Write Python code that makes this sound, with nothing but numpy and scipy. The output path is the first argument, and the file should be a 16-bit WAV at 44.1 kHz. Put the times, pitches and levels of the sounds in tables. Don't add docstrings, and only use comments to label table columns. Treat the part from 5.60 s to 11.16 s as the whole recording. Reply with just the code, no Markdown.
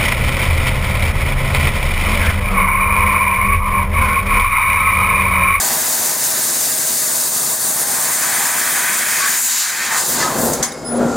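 import sys
import numpy as np
from scipy import signal
from scipy.fft import rfft, irfft
from scipy.io import wavfile
from scipy.ndimage import uniform_filter1d

SR = 44100
rng = np.random.default_rng(int(sys.argv[2]) if len(sys.argv) > 2 else 0)


def generate_wav(sig):
    pcm = np.round(np.clip(np.atleast_2d(sig).T, -1, 1) * 32767).astype(np.int16)
    wavfile.write(sys.argv[1], SR, pcm)


N = 245195

# time_s, level_db, top_treble_db, head_lift (0-1)
JET_CURVE = [(0, -16.5, 6.5, 0.28), (1.1, -16.5, 5, 0.26), (2.08, -16.5, 5.5, 0.13),
             (3.5, -17.5, 4.5, 0.18), (3.74, -17, 4, 0.47), (3.84, -15.5, -0.5, 0.67),
             (4.0, -16.5, -2, 0.68), (4.13, -22.5, -1, 0.47), (4.3, -23, 0.5, 0.45), (4.7, -24.5, 1, 0.38),
             (4.92, -24.5, 3.5, 0.33), (4.95, -25, 2, 0.5), (5.084, -39.5, -16, 0.6), (5.3, -41, -8, 0.6),
             (5.45, -34.5, -7, .47), (5.56, -33.5, -14, 0.7)]
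# freq_hz, density_db
CUTTING_SPECTRUM = [(1290, -65), (2200, -19), (2390, -52), (2580, -20), (3140, -22), (3710, -10.5),
                    (4130, -12), (4460, -8), (5670, -8), (6750, -1), (7970, -2), (8660, 2.5), (11000, -8),
                    (14700, -11.5), (16000, -15.5)]
# freq_hz, density_db
LIFTED_SPECTRUM = [(1290, -41), (2200, -6), (2940, -6), (3390, -11.5), (3710, -5), (4960, -4), (5440, -8),
                   (7030, -5.5), (8440, -11.5), (15100, -10), (16000, -23)]
# centre_s, rise_db, half_width_s, top_treble_db, low_treble_db
GUSTS = [(3.628, -.5, .04, -5, 3), (3.823, -0.5, 0.088, -2.5, -9.5), (4.22, 0.9, 0.075, 2, 4),
         (4.392, 6.5, 0.057, -2, -1.5), (4.51, 7, 0.061, 4, -2), (4.62, 5.5, 0.053, -3, 5),
         (4.834, 5.5, 0.065, 3.5, -3.5)]
# centre_s, change_db, half_width_s
LEVEL_DIPS = [(.23, -1, .026), (0.576, -2.5, 0.024), (1.158, -1, .024), (1.706, -2.5, .025),
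              (1.973, -3, 0.037), (2.142, -1.5, 0.039), (2.264, -2.5, 0.025), (2.577, -1, 0.027),
              (2.925, -1, .03), (3.04, -1.5, .029), (3.447, -2, 0.025), (3.586, 0.5, .017)]

def nozzle_hiss(t):
    centre_s, rise_db, half_width_s, gust_top_db, gust_low_db = np.transpose(GUSTS)

    def shape(hz, time_s):
        _, top_db, lift = columns(JET_CURVE, time_s)
        top_db = top_db + bumps(time_s, zip(centre_s, gust_top_db, half_width_s))
        low_db = -0.67 + bumps(time_s, zip(centre_s, gust_low_db, half_width_s))
        top_band = np.clip(np.log2(hz / 8000 + 1e-3), 0, 1)
        low_band = resonance(hz, 4150, width_hz=3200)
        jet_db = (1 - lift) * at_hz(CUTTING_SPECTRUM, hz) + lift * at_hz(LIFTED_SPECTRUM, hz)
        whistle_db = 10 * lift ** 2 * resonance(hz, 7250, width_hz=920)
        return gain_of(jet_db + top_db * top_band + low_db * low_band + whistle_db)
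    level_db = columns(JET_CURVE, t)[0] + bumps(t, LEVEL_DIPS)
    level_db += bumps(t, zip(centre_s, rise_db, half_width_s))
    return gain_of(level_db) * shaped_noise(shape, fft_size=512, patchy_db=1, flutter_db=0.5, spread=0.63)


# time_s, level_db, brightness (0-1)
ROAR_CURVE = [(0, -24.5, 0.32), (.54, -29.5, .43), (1.31, -32, 0.6), (2.0, -30.5, 0.2), (2.8, -21.5, 0.59),
              (3.43, -21, 0.82), (3.66, -20.5, 0.86), (3.85, -30, 0.72), (4.0, -28.5, 0.76),
              (4.23, -23, 0.85), (4.36, -20, 0.55), (4.46, -30.5, 0.25), (4.63, -21, 0.3),
              (4.71, -24, 0.23), (4.88, -28.5, 0.08), (4.99, -38, 0.7), (5.04, -27, 0.35), (5.2, -43, 0.2),
              (5.42, -31.5, 0.15), (5.56, -40, .4)]
# freq_hz, density_db
DULL_ROAR_SPECTRUM = [(260, -51), (450, -25.5), (585, -24), (620, 6.5), (678, -1), (799, 2), (854, -4.5),
                      (973, -5), (1970, -4), (2360, -13), (3200, -9), (4160, -12), (7040, -120)]
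# freq_hz, density_db
BRIGHT_ROAR_SPECTRUM = [(260, -56), (450, -30.5), (585, -31), (620, -20), (673, -15), (1090, -13.5),
                        (1370, -2), (1790, 2.5), (2460, 1), (2760, -10.5), (3200, -1.5), (4160, -15.5),
                        (7040, -120)]
AIR_MODES_HZ = [725, 815, 895, 978, 1057, 1145, 1225, 1307, 1450, 1525, 1610, 1700, 1835, 2040, 2225, 2320,
                2410, 2500, 2650]
# width_hz, gain_db
AIR_MODE_PEAKS = [(30, -1.5), (13.9, 6), (17.9, 13), (19.9, 15), (18, 15), (20, 11.5), (30, 6), (16, 3.5),
                  (30, -2.5), (23.5, 2.5), (59.5, -2), (40, -1.5), (28, -1), (41, 0.5), (24, 2.5),
                  (30, 2.5), (30, 2), (40, 5), (30, 4.5)]

def tube_roar(t):
    def shape(hz, time_s):
        _, brightness = columns(ROAR_CURVE, time_s)
        dull_db = (1.5 - brightness) * at_hz(DULL_ROAR_SPECTRUM, hz)
        bright_db = brightness * at_hz(BRIGHT_ROAR_SPECTRUM, hz)
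        modes = sum(gain_of(gain_db) * resonance(hz, pitch_hz, width_hz)
                    for pitch_hz, (width_hz, gain_db) in zip(AIR_MODES_HZ, AIR_MODE_PEAKS))
        return gain_of(dull_db + bright_db) * (1 + modes)
    level_db = columns(ROAR_CURVE, t)[0] + bumps(t, LEVEL_DIPS)
    roar = shaped_noise(shape, fft_size=4096, patchy_db=0.8, flutter_db=0.2, spread=0.25)
    return gain_of(level_db) * roar


# start_s, level_db, pitch_hz, length_s
HOOTS = [(4.3, -22, 1838, 0.079), (3.597, -22.5, 1120, 0.078), (4.616, -19, 1272, 0.077),
         (4.61, -22, 2000, 0.024), (4.611, -20, 1750, .03)]

def tube_hoots(wobble_hz=33):
    out = np.zeros(N)
    for start_s, level_db, pitch_hz, length_s in HOOTS:
        age_s = np.arange(round(length_s * SR)) / SR
        wobble = 1 + 0.5 * sine(wobble_hz * age_s + rng.random())
        envelope = gain_of(level_db) * signal.windows.tukey(len(age_s), 0.4)
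        add(out, start_s, envelope * wobble * sine(pitch_hz * age_s))
    return out


# start_s, gain_db, dullness (0-1), air_t60_s, ring_db, click_hz, click_db
SPITS = [(4.9325, -6, 0.04, 0.092, -37, 8400, -12), (5.0268, -3, 0.7, 0.17, -32, 6880, -8),
         (5.12, -18, 0.4, 0.046, -40, 3770, -9)]
# freq_hz, density_db
SPIT_SPECTRUM = [(410, -39), (700, 2), (1250, -9), (1360, -7), (2080, -19), (2660, -23), (3200, -6),
                 (5400, -8.5), (6320, 0), (15200, -31), (16000, -29)]
STEEL_MODES_HZ = [2168, 4610, 5080, 5747, 6146, 6305, 6613, 9908, 13600]
# gain_db, t60_s
STEEL_MODE_DECAYS = [(0.5, 0.98), (-3, 0.64), (0.5, 0.96), (0, 0.48), (-10, 0.45), (-16, .7), (-9, 0.91),
                     (9, 0.5), (-8, .3)]

def valve_spits():
    out = np.zeros((2, N))
    age_s = np.arange(SR // 2) / SR
    hz = np.fft.rfftfreq(len(age_s), 1 / SR)
    attack = np.minimum(age_s / 0.0006, 1)
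    for start_s, gain_db, dullness, air_t60_s, ring_db, click_hz, click_db in SPITS:
        mid, side = rng.standard_normal((2, len(age_s)))
        air = np.array([mid + 0.61 * side, mid - 0.61 * side])
        tilt_db = 9 * (1.5 - dullness) * np.log2(hz / 6000 + 0.1)
        air = unit_rms(irfft(rfft(air) * gain_of(at_hz(SPIT_SPECTRUM, hz) + tilt_db), len(age_s)))
        release_s = np.maximum(age_s - 0.052 * air_t60_s, 0)
        burst = gain_of(-11) * decay(release_s, air_t60_s) * air
        click = gain_of(click_db) * decay(age_s, t60_s=0.031) * sine(click_hz * age_s)
        ring = 0
        for pitch_hz, (mode_db, t60_s) in zip(STEEL_MODES_HZ, STEEL_MODE_DECAYS):
            beat_hz = rng.uniform(13.3, 39.5)
            beating = 1 + 0.51 * np.cos(2 * np.pi * (beat_hz * age_s + rng.random()))
            ring += gain_of(ring_db + mode_db) * decay(age_s, t60_s) * beating * sine(pitch_hz * age_s)
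        add(out, start_s, gain_of(gain_db) * attack * (burst + click + ring))
    return pan(out, left_db=0.8)


# time_s, level_db
LOW_SOUND_LEVEL = [(0, -35.5), (1.27, -38.5), (2.31, -37), (3.73, -40), (3.81, -50.5), (4.04, -56),
                   (4.13, -45.5), (4.46, -34), (4.53, -27.5), (4.76, -22.5), (4.82, -17.5), (4.92, -19),
                   (4.97, -25), (5.01, -22), (5.06, -35), (5.29, -26.5), (5.34, -22.5), (5.44, -17),
                   (5.56, -21)]
# freq_hz, density_db
RUMBLE_SPECTRUM = [(12, -58), (20, -24), (97, -13.5), (146, -8.5), (193, -8.5), (233, -3), (275, -10),
                   (517, -9), (557, -9), (710, -7.5), (779, -11), (1440, -21.5), (1700, -29), (2210, -59),
                   (3740, -120)]
# pitch_hz, width_hz, gain_db
FRAME_MODES = [(382, 100, -9), (523, 30, -3.5), (1390, 50, -10)]

def chuck_rumble(t):
    def shape(hz, time_s):
        frame = sum(gain_of(gain_db) * resonance(hz, pitch_hz, width_hz)
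                    for pitch_hz, width_hz, gain_db in FRAME_MODES)
        frame_db = np.where(time_s < 5.1, -9.5, -4)
        return gain_of(at_hz(RUMBLE_SPECTRUM, hz)) + gain_of(frame_db) * frame
    rumble = shaped_noise(shape, fft_size=4096, patchy_db=0.5, flutter_db=1, spread=0.75)
    return gain_of(low_level_db(t)) * rumble


def low_level_db(t):
    return columns(LOW_SOUND_LEVEL, t)[0] + bumps(t, LEVEL_DIPS)


# harmonic_number, gain_db
STROKE_HARMONICS = [(1, -27), (2, -32), (3, -27), (4, -5.5), (5, -17), (6, -7), (7, -11.5), (8, -0.5),
                    (9, 4), (10, -10), (11, -7), (12, -22), (13, 2), (14, 5.5), (15, -28), (16, 2),
                    (17, -18), (18, -8), (19, -6), (20, 1.5), (21, 3.5), (22, -32), (23, -14), (24, -12),
                    (25, -1), (26, -8), (27, 5), (28, -13), (29, -34), (30, 2.5), (31, 1), (32, -20),
                    (33, -8), (34, 0.5)]

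def compressor(t, stroke_hz=17.58, motor_hz=100, reference_db=-37):
    knocks = unit_rms(sum(gain_of(gain_db) * sine(harmonic * stroke_hz * t + 0.25 * rng.random())
                          for harmonic, gain_db in STROKE_HARMONICS))
    motor = gain_of(-24) * sine(motor_hz * t)
    swell_db = low_level_db(t) - reference_db
    level_db = -39.5 + np.where(swell_db < 0, 0.85, 0.68) * swell_db
    return pan(gain_of(level_db) * (knocks + motor), left_db=0.9)


# start_s, length_s, first_db, last_db
HUM_NOTES = [(3.802, .25, -48, -51), (4.6, 0.12, -34, -28), (4.77, 0.27, -29, -29), (5.03, 0.23, -42, -42),
             (5.287, 0.19, -23, -15), (5.5, .12, -14, -14)]

def chuck_hum(t, pitch_hz=238):
    tone = 0.69 * sine(pitch_hz * t) + 0.61 * fuzzy_note(pitch_hz, width_hz=10)
    return pan(tone * note_envelope(t, HUM_NOTES, fade_s=0.066), left_db=0.9)


SQUEAL_HZ = [9906, 5083]
# start_s, length_s, first_db, last_db
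SQUEAKS = [
    [(5.245, 0.086, -30, -24), (5.34, 0.034, -38, -24)],
    [(5.248, 0.043, -33, -34)],
]

def bearing_squeal(t, waver_hz=12.8, ring_s=0.01):
    out = 0
    pole = np.exp(-1 / (ring_s * SR))
    for pitch_hz, squeaks in zip(SQUEAL_HZ, SQUEAKS):
        waver = unit_rms(uniform_filter1d(rng.standard_normal(N), 900))
        cycles = np.cumsum(pitch_hz + waver_hz * waver) / SR
        envelope = signal.lfilter([1 - pole], [1, -pole], note_envelope(t, squeaks, fade_s=0.015))
        out += np.sqrt(2) * envelope * sine(cycles)
    return pan(out, left_db=1.2)


def duct_moan(t, pitch_hz=634, fade_db_per_s=2, end_s=3.75):
    envelope = gain_of(-38 - fade_db_per_s * t) * np.clip((end_s - t) / 0.1, 0, 1)
    return pan(envelope * fuzzy_note(pitch_hz, width_hz=22), left_db=0.9)


# freq_hz, density_db
WORKSHOP_SPECTRUM = [(12, -37), (20, -11), (498, -6), (545, -3), (619, -2), (677, -9), (1060, -7),
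                     (1500, -4), (1950, -36), (3300, -120)]

def workshop_wash():
    def shape(hz, time_s):
        return gain_of(at_hz(WORKSHOP_SPECTRUM, hz)) * np.ones(len(time_s))
    return gain_of(-46.5) * shaped_noise(shape, fft_size=2048, patchy_db=3, flutter_db=1, spread=47)


# freq_hz, coherence (0-1)
STEREO_COHERENCE = [(60, 0.78), (99, 0.99), (160, 0.91), (270, 1), (450, 0.87), (740, 0.95), (1220, 0.94),
                    (2010, 1), (3330, 1), (5500, 0.92), (9080, 0.54), (15000, 0.45)]
# freq_hz, left_over_right_db
STEREO_BALANCE = [(60, 2.0), (120, 0.5), (240, 2.5), (480, 1.5), (950, 0.5), (1890, 0), (3770, -1),
                  (7520, 2.0), (15000, 0.5)]
# freq_hz, left_lead_rad
STEREO_PHASE = [(0, 0.53), (520, 0.039), (6460, 0.036), (7410, -0.49), (8350, 0.76), (8960, 0.77),
                (9730, -1.3), (10200, 0.036), (10800, -0.96), (11200, 0.89), (12100, 0.93), (13400, -0.23),
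                (14200, 0.0), (15800, -0.16)]

def shaped_noise(shape, fft_size, patchy_db, flutter_db, spread):
    hop = fft_size // 4
    frames, drift_frames = N // hop + 5, 4096 // fft_size + 2
    hz = np.fft.rfftfreq(fft_size, 1 / SR)[:, None]
    left_re, left_im, other_re, other_im, patches = rng.standard_normal((frames, len(hz), 5)).T
    patches = uniform_filter1d(patches, fft_size // 64, axis=0)
    patches = unit_rms(uniform_filter1d(patches, drift_frames, axis=1))
    flutter = unit_rms(uniform_filter1d(rng.standard_normal(frames), drift_frames))
    coherence = at_hz(STEREO_COHERENCE, hz) ** spread
    left = left_re + 1j * left_im
    right = coherence * left + np.sqrt(1 - coherence ** 2) * (other_re + 1j * other_im)
    right *= np.exp(-1j * at_hz(STEREO_PHASE, hz))
    balance = gain_of(at_hz(STEREO_BALANCE, hz) / 2)
    colour = shape(hz, np.arange(frames) * hop / SR)
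    colour /= np.sqrt((colour ** 2).mean(0))
    spectra = np.array([left * balance, right / balance]) * colour
    spectra *= gain_of(patchy_db * patches + flutter_db * flutter)
    _, sound = signal.istft(spectra, nperseg=fft_size, noverlap=fft_size - hop)
    return unit_rms(sound[:, :N])


def fuzzy_note(pitch_hz, width_hz):
    band_hz = [pitch_hz - width_hz / 2, pitch_hz + width_hz / 2]
    sos = signal.butter(1, band_hz, "bandpass", fs=SR, output="sos")
    return unit_rms(signal.sosfilt(sos, rng.standard_normal(N)))


def note_envelope(t, notes, fade_s):
    envelope = 0
    for start_s, length_s, first_db, last_db in notes:
        end_s = start_s + length_s
        gate = np.clip(np.minimum(t - start_s, end_s - t) / fade_s + 0.5, 0, 1)
        envelope += gate * gain_of(np.interp(t, [start_s, end_s], [first_db, last_db]))
    return envelope


def bumps(t, rows):
    return sum(db * np.exp(-((t - centre_s) / half_width_s) ** 2) for centre_s, db, half_width_s in rows)


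def columns(curve, t):
    time_s, *values = np.transpose(curve)
    return [np.interp(t, time_s, column) for column in values]


def at_hz(table, hz):
    freq_hz, values = np.transpose(table)
    return np.interp(np.log(hz + 1), np.log(freq_hz + 1), values)


def resonance(hz, centre_hz, width_hz):
    return 1 / np.sqrt(1 + (2 * (hz - centre_hz) / width_hz) ** 4)


def sine(cycles):
    return np.sin(2 * np.pi * cycles)


def decay(age_s, t60_s):
    return gain_of(-60 * age_s / t60_s)


def gain_of(db):
    return 10 ** (np.asarray(db) / 20)


def unit_rms(x):
    return x / np.sqrt(np.mean(x ** 2) + 1e-20)


def pan(sound, left_db):
    return sound * gain_of([[left_db], [-left_db]])


def add(mix, start_s, sound):
    part = mix[..., round(start_s * SR):][..., :sound.shape[-1]]
    part += sound[..., :part.shape[-1]]


def scene():
    t = np.arange(N) / SR
    gas = nozzle_hiss(t) + tube_roar(t) + tube_hoots()
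    machinery = compressor(t) + chuck_rumble(t) + chuck_hum(t) + duct_moan(t)
    return gas + machinery + workshop_wash() + valve_spits() + bearing_squeal(t)


def record(dry, cutoff_hz=15950):
    lowpass = signal.firwin(511, cutoff_hz, window=("kaiser", 9), fs=SR)
    return signal.oaconvolve(dry, lowpass[None], "same")


dry = scene()
out = record(dry)
generate_wav(out)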